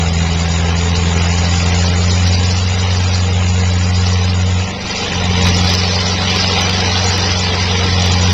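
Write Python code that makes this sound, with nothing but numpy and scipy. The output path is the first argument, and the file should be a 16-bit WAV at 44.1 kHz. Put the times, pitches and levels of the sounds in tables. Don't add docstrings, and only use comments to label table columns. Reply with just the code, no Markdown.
import sys
import numpy as np
from scipy import signal
from scipy.fft import rfft, irfft, next_fast_len
from scipy.io import wavfile
from scipy.ndimage import map_coordinates

SR = 44100
rng = np.random.default_rng(int(sys.argv[2]) if len(sys.argv) > 2 else 0)


def wrap_up_sound(samples):
    columns = np.atleast_2d(samples).T
    tamed = np.clip(columns, -1, 1)
    steps = np.round(tamed * 32767).astype(np.int16)
    wavfile.write(sys.argv[1], SR, steps)


N = 367353
TIME = np.arange(N) / SR
WHEEL_RATIO = .1917

# (frequency [Hz], relative level [dB], 60 dB decay time [s])
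STEEL_MODES = [(3130, -8, .02), (4080, -4, .035), (4780, 0, .03), (4940, -2, .03), (5920, -1, .04)]


def amp(db):
    return 10 ** (np.asarray(db) / 20)


def unit(x):
    return x / np.sqrt(np.mean(x ** 2) + 1e-20)


def curves(rows):
    s, *columns = np.transpose(rows)
    return [np.interp(TIME, s, column) for column in columns]


def colour(x, points):
    hz, db = np.transpose(points)
    size = next_fast_len(N + 4096)
    bins_hz = np.fft.rfftfreq(size, 1 / SR)
    gain = amp(np.interp(np.log(bins_hz + 1), np.log(hz), db))
    return unit(irfft(rfft(x, size) * gain, size)[:N])


def drift(rate):
    knots = rng.standard_normal(4096)
    return unit(np.interp(TIME * rate, np.arange(len(knots)), knots))


def swell(centre, width):
    return np.exp(-((TIME - centre) / width) ** 2)


def swells(rows):
    return sum(db * swell(centre, width) for centre, width, db in rows)


def bursts(turns, depth, decay):
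    return unit(1 + depth * np.exp(-(turns % 1) / decay))


def pulsing(turns, depth):
    return unit(1 + depth * np.cos(2 * np.pi * (turns - .15)))


def grains(per_s, spread_db):
    hit = rng.random(N) < per_s / SR
    size = amp(spread_db * np.minimum(rng.exponential(1, N), 4))
    sign = rng.choice([-1, 1], N)
    return unit(hit * size * sign)


def patchy(x, depth_db, width_hz, span):
    size, hop = 1024, 256
    hz, t, z = signal.stft(x, SR, nperseg=size, noverlap=size - hop)
    knots = rng.standard_normal((256, 512))
    grid = np.meshgrid(hz / width_hz, t / span, indexing="ij")
    field = map_coordinates(knots, grid, order=1, mode="wrap")
    z = z * amp(depth_db * unit(np.tanh(2 * field + .5)))
    return unit(signal.istft(z, SR, nperseg=size, noverlap=size - hop)[1][:N])


def street(x):
    # (delay [s], gain [ratio])
    reflections = [(.0017, .12), (.0129, .13), (.034, .13)]
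    echoes = sum(gain * np.pad(x, (round(delay * SR), 0))[:N] for delay, gain in reflections)
    return (x + echoes) / np.sqrt(1 + sum(gain ** 2 for _, gain in reflections))


def gapped(x):
    # (frequency [Hz], share of the time [0 to 1])
    dropouts = [(200, 0), (255, .05), (295, .4), (355, .5), (410, .2), (460, .05), (560, .15), (640, .33),
                (750, .03), (1000, .05), (1200, .22), (1380, .18), (1520, .45), (1720, .42), (1950, .1),
                (2900, .12), (3450, .38), (4000, .18), (4900, .2), (5500, .33), (6000, .15), (6600, 0)]
    depth_db, span_s, spacing_hz = -18, .036, 75
    size, hop = 1024, 256
    hz, t, z = signal.stft(x, SR, nperseg=size, noverlap=size - hop)
    band = 2 * np.sqrt(1000 * (hz + 200)) / spacing_hz
    grid = np.meshgrid(band, t / span_s, indexing="ij")
    field = map_coordinates(rng.standard_normal((128, 512)), grid, order=3, mode="wrap")
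    share = np.interp(hz, *np.transpose(dropouts))[:, None]
    threshold = np.quantile(field, share[:, 0])[:, None]
    shut = (1 + np.tanh(4 * (threshold - field))) / 2
    gain = amp(depth_db * shut)
    gain /= np.sqrt(np.mean(gain ** 2, axis=1, keepdims=True))
    return signal.istft(z * gain, SR, nperseg=size, noverlap=size - hop)[1][:N]


def hood(x):
    # (centre [Hz], half width at 1/e [Hz], gain [dB])
    peaks = [(350, 30, -2), (405, 22, 1), (580, 30, 2.5), (650, 32, -3.5), (780, 60, 2.5), (1030, 50, 2),
             (1170, 60, -2), (1510, 70, -3.5), (1760, 65, -4), (2020, 100, 2), (2200, 55, -2),
             (3500, 130, -1.5), (4080, 70, 2.5), (4280, 80, -3), (4550, 70, 2.5)]
    wander = .012
    size, hop = 2048, 512
    hz, t, z = signal.stft(x, SR, nperseg=size, noverlap=size - hop)
    shifted = hz[:, None] * (1 + wander * np.interp(t, TIME, drift(1.4)))
    gain_db = sum(db * np.exp(-((shifted - centre) / width) ** 2) for centre, width, db in peaks)
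    return signal.istft(z * amp(gain_db), SR, nperseg=size, noverlap=size - hop)[1][:N]


def hiss():
    # (time [s], level while it sounds [dB], approximate share of the time [0 to 1])
    hiss_course = [(0, -32, 0.81), (1.9, -29, 0.69), (2.8, -33.5, 0.54), (3.4, -32.5, 0.88),
                   (4.1, -33, 0.64), (4.7, -35, 0.52), (5.2, -35, 0.25), (5.5, -22.5, 0.5), (5.7, -35, .01),
                   (6.9, -24, 0.056), (7.25, -27, 0.5), (7.6, -32, .01), (7.95, -27, .03),
                   (8.2, -26.5, .55)]
    # (frequency [Hz], relative gain [dB])
    hiss_spectrum = [(1500, -23.5), (3500, -17), (5500, -16), (6200, -3.5), (6500, 12), (7200, 15.5),
                     (7450, -32.5), (8700, -13.5), (9500, -54.5)]
    hiss_db, share = curves(hiss_course)
    chance = (1 + np.tanh(.85 * drift(40))) / 2
    on = (1 + np.tanh(20 * (share - chance))) / 2
    return amp(hiss_db) * on * colour(rng.standard_normal(N), hiss_spectrum)


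def drive(firings):
    # (time [s], peak level [dB])
    hum_course = [(0, -33), (.4, -43), (.8, -31), (1.7, -30.5), (2.6, -46), (3.2, -34.5), (4.3, -33),
                  (4.8, -39.5), (5.45, -28), (6.2, -42), (6.7, -30), (7.45, -32.5), (7.82, -26),
                  (8.33, -38)]
    hum_db, = curves(hum_course)
    angle = 2 * np.pi * 27 * firings * WHEEL_RATIO + .25 * drift(18)
    hum = np.sin(angle) + .3 * np.sin(2 * angle)
    return amp(hum_db - 1 + 3 * drift(20)) * hum


def gas(firings):
    # (time [s], level [dB])
    gas_course = [(0, -30), (2.1, -29.5), (2.7, -31), (3.8, -32.5), (4.05, -40), (4.55, -37), (4.9, -32),
                  (5.45, -21), (5.85, -36), (6.25, -35), (7.0, -30), (7.35, -32), (8.0, -27.5), (8.33, -31)]
    # (frequency [Hz], relative gain [dB])
    rumble_spectrum = [(15, 0.5), (30, 3.5), (45, 9), (70, 9.5), (130, 10), (200, 9), (255, 4), (330, 0),
                       (420, -21.5), (700, -70)]
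    gas_db, = curves(gas_course)
    puffs = rng.standard_normal(N) * bursts(firings, depth=1.0, decay=0.18)
    return amp(gas_db) * colour(puffs, rumble_spectrum)


def block(firings, knock_db):
    # (frequency [Hz], relative gain [dB])
    block_spectrum = [(200, -9.5), (345, -6), (455, -0.5), (540, -5), (630, -4.5), (740, -1.5), (980, -7),
                      (1180, -6.5), (1350, -7), (1560, -7), (2100, -9), (4000, -15.5), (8000, -82)]
    cylinder_levels = [-.4, .2, .4, -.2]
    repeat_share = .13
    loose = unit(rng.standard_normal(N) + 0.32 * grains(900, 2.2))
    pattern = rng.standard_normal(2048)
    places = np.linspace(0, 4, len(pattern), endpoint=False)
    steady = unit(np.interp(firings, places, pattern, period=4))
    knock = np.sqrt(repeat_share) * steady + np.sqrt(1 - repeat_share) * loose
    knock *= pulsing(firings, depth=.21) * amp(cylinder_levels)[firings.astype(int) % 4]
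    return amp(knock_db + 0.6 * drift(22)) * colour(knock, block_spectrum)


def ring(modes):
    t = TIME[:SR // 10]
    out = np.zeros(len(t))
    for hz, db, t60 in modes:
        detuned_hz = hz * (1 + 0.0056 * rng.standard_normal())
        out += amp(db - 60 * t / t60) * np.sin(2 * np.pi * detuned_hz * t)
    return out


def stones():
    # (time [s], peak level [dB])
    stone_hits = [(5.4674, -9), (5.4744, -9), (5.4864, -10), (5.6935, -7), (5.7389, -4), (5.7504, -5),
                  (6.6094, -7), (6.6962, -7), (7.1796, -8), (8.0621, -7)]
    out, t = np.zeros(N + SR), TIME[:SR // 10]
    for s, db in stone_hits:
        tick = 4 * rng.standard_normal(len(t)) * np.exp(-t / 0.00019)
        hit = unit(ring(STEEL_MODES)) + tick
        out[round(s * SR):][:len(t)] += amp(db) * hit / abs(hit).max()
    return out[:N]


def chips(firings, spray_db):
    # (frequency [Hz], relative gain [dB])
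    guard_spectrum = [(2500, -35.5), (3600, -7.5), (4080, -2), (4350, -2), (4700, -.5), (5050, 2.5),
                      (5500, -4.5), (5950, .5), (6150, -11.5), (6450, -19), (7300, -22), (7750, -24.5),
                      (8700, -44), (10000, -87.5)]
    # (centre [s], half width at 1/e [s], extra level [dB])
    larger_throws = [(.525, .018, 3), (.965, .018, 2), (1.685, .015, 2.5), (1.85, .025, 2.5),
                     (2.135, .025, 2.5), (2.34, .02, 2), (2.625, .02, 3), (2.795, .018, 4), (3.69, .02, 3),
                     (4.14, .025, 1.5), (5.72, .03, 2), (8.07, .035, 2)]
    wheel = firings * WHEEL_RATIO
    spray = patchy(grains(7000, 2.2), depth_db=3.5, width_hz=170, span=.02)
    rattle = colour(spray * pulsing(firings, depth=0.028), guard_spectrum)
    ringing = np.zeros(N)
    for mode in STEEL_MODES:
        ringing += signal.oaconvolve(grains(300, 2.5), ring([mode]))[:N]
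    ringing = colour(unit(ringing), guard_spectrum)
    unevenness_db = np.interp(spray_db, [-26, -21], [2.0, .8])
    clumps = rng.uniform(.15, 1, 512)[wheel.astype(int)] * np.sin(np.pi * wheel) ** 2
    clumps_db = unevenness_db * unit(np.tanh(4 * (clumps - clumps.mean()))) + drift(130)
    return amp(spray_db - 1.0 + clumps_db + swells(larger_throws)) * (rattle + 0.21 * ringing)


def cutter(firings, rasp_db):
    # (frequency [Hz], relative gain [dB])
    shallow_spectrum = [(500, -12), (1060, -1.5), (1200, -9), (1380, -4), (1600, -7.5), (1950, -1),
                        (2900, 0.5), (3450, -3.5), (3900, 0), (4400, -33), (6200, -12), (7300, -32.5),
                        (8400, -39.5), (9300, -90)]
    deep_spectrum = [(500, -22.5), (1020, 0), (1250, -27.5), (1650, -8), (1950, -3), (2900, 0.5),
                     (3450, 1.5), (4000, -2), (4400, -14.5), (6200, -13.5), (7300, -38), (8400, -32.5),
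                     (9300, -90)]
    deep_s, deep_rise_s = 5.2, 0.43
    wheel = firings * WHEEL_RATIO
    tearing = rng.standard_normal(N) + 0.79 * grains(2500, 1.7)
    tearing = patchy(tearing, depth_db=2.5, width_hz=110, span=.035)
    tearing *= bursts(3 * wheel, depth=.7, decay=.35) * bursts(wheel, depth=.4, decay=.3)
    deep = (1 + np.tanh((TIME - deep_s) / deep_rise_s)) / 2
    tearing *= pulsing(firings, depth=.21 - .13 * deep)
    rasp = (1 - deep) * colour(tearing, shallow_spectrum) + deep * colour(tearing, deep_spectrum)
    return amp(rasp_db + 0.12 * drift(29)) * rasp


def faded():
    fade_s, fall_s, return_s, rise_s = 4.665, .024, 5.115, .038
    unloaded = (1 + np.tanh((TIME - fade_s) / (2 * fall_s))) / 2
    not_returned = (1 - np.tanh((TIME - return_s) / (2 * rise_s))) / 2
    return unloaded * not_returned


def exhaust(firings, firing_hz, load_db):
    # (time [s], rms level [dB])
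    note_course = [(0, -15.5), (0.33, -16.5), (2.3, -12.5), (2.7, -15), (3.7, -13), (4.55, -13.5),
                   (5.25, -17.5), (5.48, -14), (6.25, -20), (7.1, -17), (7.5, -19), (8.05, -14),
                   (8.33, -12)]
    # (time [s], rms level [dB])
    octave_course = [(0, -20.3), (1.6, -21.2), (2.3, -22.2), (2.7, -27.5), (3.6, -23.5), (4.5, -23.5),
                     (4.8, -30), (5.02, -30.5), (5.2, -23.5), (5.48, -19.3), (5.9, -25), (6.25, -24),
                     (7.5, -26.3), (8.33, -20.5)]
    # (multiple of the firing rate [ratio], rms level [dB])
    weaker_lines = [(.5, -47), (.75, -35.5), (1.25, -41), (1.5, -39), (1.75, -37), (1.87, -43.5),
                    (2.25, -39), (2.5, -40), (2.75, -46), (3.5, -49), (4.5, -45), (5, -43.5), (5.5, -51),
                    (6.25, -49), (6.5, -46), (8, -44), (9, -42), (9.25, -45), (10, -47)]
    usual_octave_db, usual_load_db = -23.5, -26
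    (strength_db,), (octave_db,) = curves(note_course), curves(octave_course)
    free = faded()
    note_db = strength_db - 16.5 * free
    sharpness_db = octave_db - usual_octave_db
    third_db = -43 + 2.3 * sharpness_db
    angle = 2 * np.pi * (firings + .002 * drift(60))
    lag = np.pi / 3
    skew = .22 * np.maximum(firing_hz - 90.2, -5)
    out = amp(note_db + 0.6 * drift(60)) * np.sin(angle - lag)
    octave_waver_db = (.5 + 1.5 * free) * drift(16)
    out += amp(octave_db + octave_waver_db) * np.sin(2 * angle - lag + skew)
    out += amp(third_db + drift(8)) * np.sin(3 * angle - lag + 2 * skew)
    lines_db = 0.1 * sharpness_db + 0.3 * (load_db - usual_load_db) - free
    for multiple, db in weaker_lines:
        phase = (.12 + .08 * multiple) * drift(16) + 2 * np.pi * rng.random()
        out += amp(db + lines_db + 2 * drift(9)) * np.sin(multiple * angle + phase)
    return np.sqrt(2) * out


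def scene():
    # (time [s], firing rate [Hz])
    speed_course = [(0, 83.4), (0.55, 83.7), (0.8, 85), (1.15, 85.3), (2.2, 88.7), (2.75, 91.6),
                    (3.55, 90.1), (4.45, 90), (5.55, 89.5), (6.3, 92.4), (7.45, 91.4), (8.33, 89.5)]
    # (time [s], level [dB])
    load_course = [(0, -26.5), (0.35, -28), (1.6, -26.5), (3.4, -28.5), (4.66, -29), (4.79, -30.5),
                   (4.92, -27.5), (5.2, -26), (5.5, -23.5), (5.85, -24.5), (6.13, -24.5), (6.55, -21.5),
                   (7.0, -23.5), (8.33, -23.5)]
    # (time [s], level [dB])
    spray_course = [(0, -28), (0.65, -31), (1.2, -27.5), (1.65, -25.5), (2.8, -26.5), (3.15, -25.5),
                    (3.3, -33), (3.6, -31), (4.0, -26.5), (4.25, -27), (4.45, -33.5), (4.6, -29.5),
                    (4.76, -36), (4.9, -26.5), (5.25, -27.5), (5.6, -22), (5.87, -20.5), (7.0, -21),
                    (7.6, -23.5), (8.1, -22.5), (8.33, -21)]
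    # (centre [s], half width at 1/e [s], extra level [dB])
    hard_knocks = [(.72, 0.32, 1), (1.25, 0.11, 2.5), (1.7, 0.14, 2.5), (5.49, 0.017, 5.5),
                   (6.58, 0.064, 0), (7.19, 0.17, 1), (7.82, 0.045, 3)]
    # (centre [s], half width at 1/e [s], extra level [dB])
    hard_bites = [(2.87, 0.061, 2), (5.05, 0.14, 4), (5.41, 0.058, 4), (5.465, 0.021, 6.5),
                  (5.65, 0.041, 0.5), (6.3, 0.048, 4.5), (6.62, 0.12, 2)]
    (loaded_hz,), (load_db,), (spray_db,) = curves(speed_course), curves(load_course), curves(spray_course)
    firing_hz = loaded_hz + 6.8 * swell(4.83, .18)
    firings = np.cumsum(firing_hz) / SR
    knock_db = load_db + 1.5 + swells(hard_knocks)
    rasp_db = load_db + 0.76 + swells(hard_bites)
    grinding = street(cutter(firings, rasp_db) + chips(firings, spray_db))
    din = hood(gapped(gas(firings) + block(firings, knock_db) + grinding))
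    engine_note = exhaust(firings, firing_hz, load_db)
    return (engine_note + drive(firings) + din + hiss() + stones())[None]


def record(dry):
    ceiling, edge_hz = .72, 15900
    clipped = np.clip(dry, -ceiling, ceiling)
    low_pass = signal.firwin(511, edge_hz, window=("kaiser", 9), fs=SR)
    return signal.oaconvolve(clipped, low_pass[None], "same")


dry = scene()
out = record(dry)
wrap_up_sound(out)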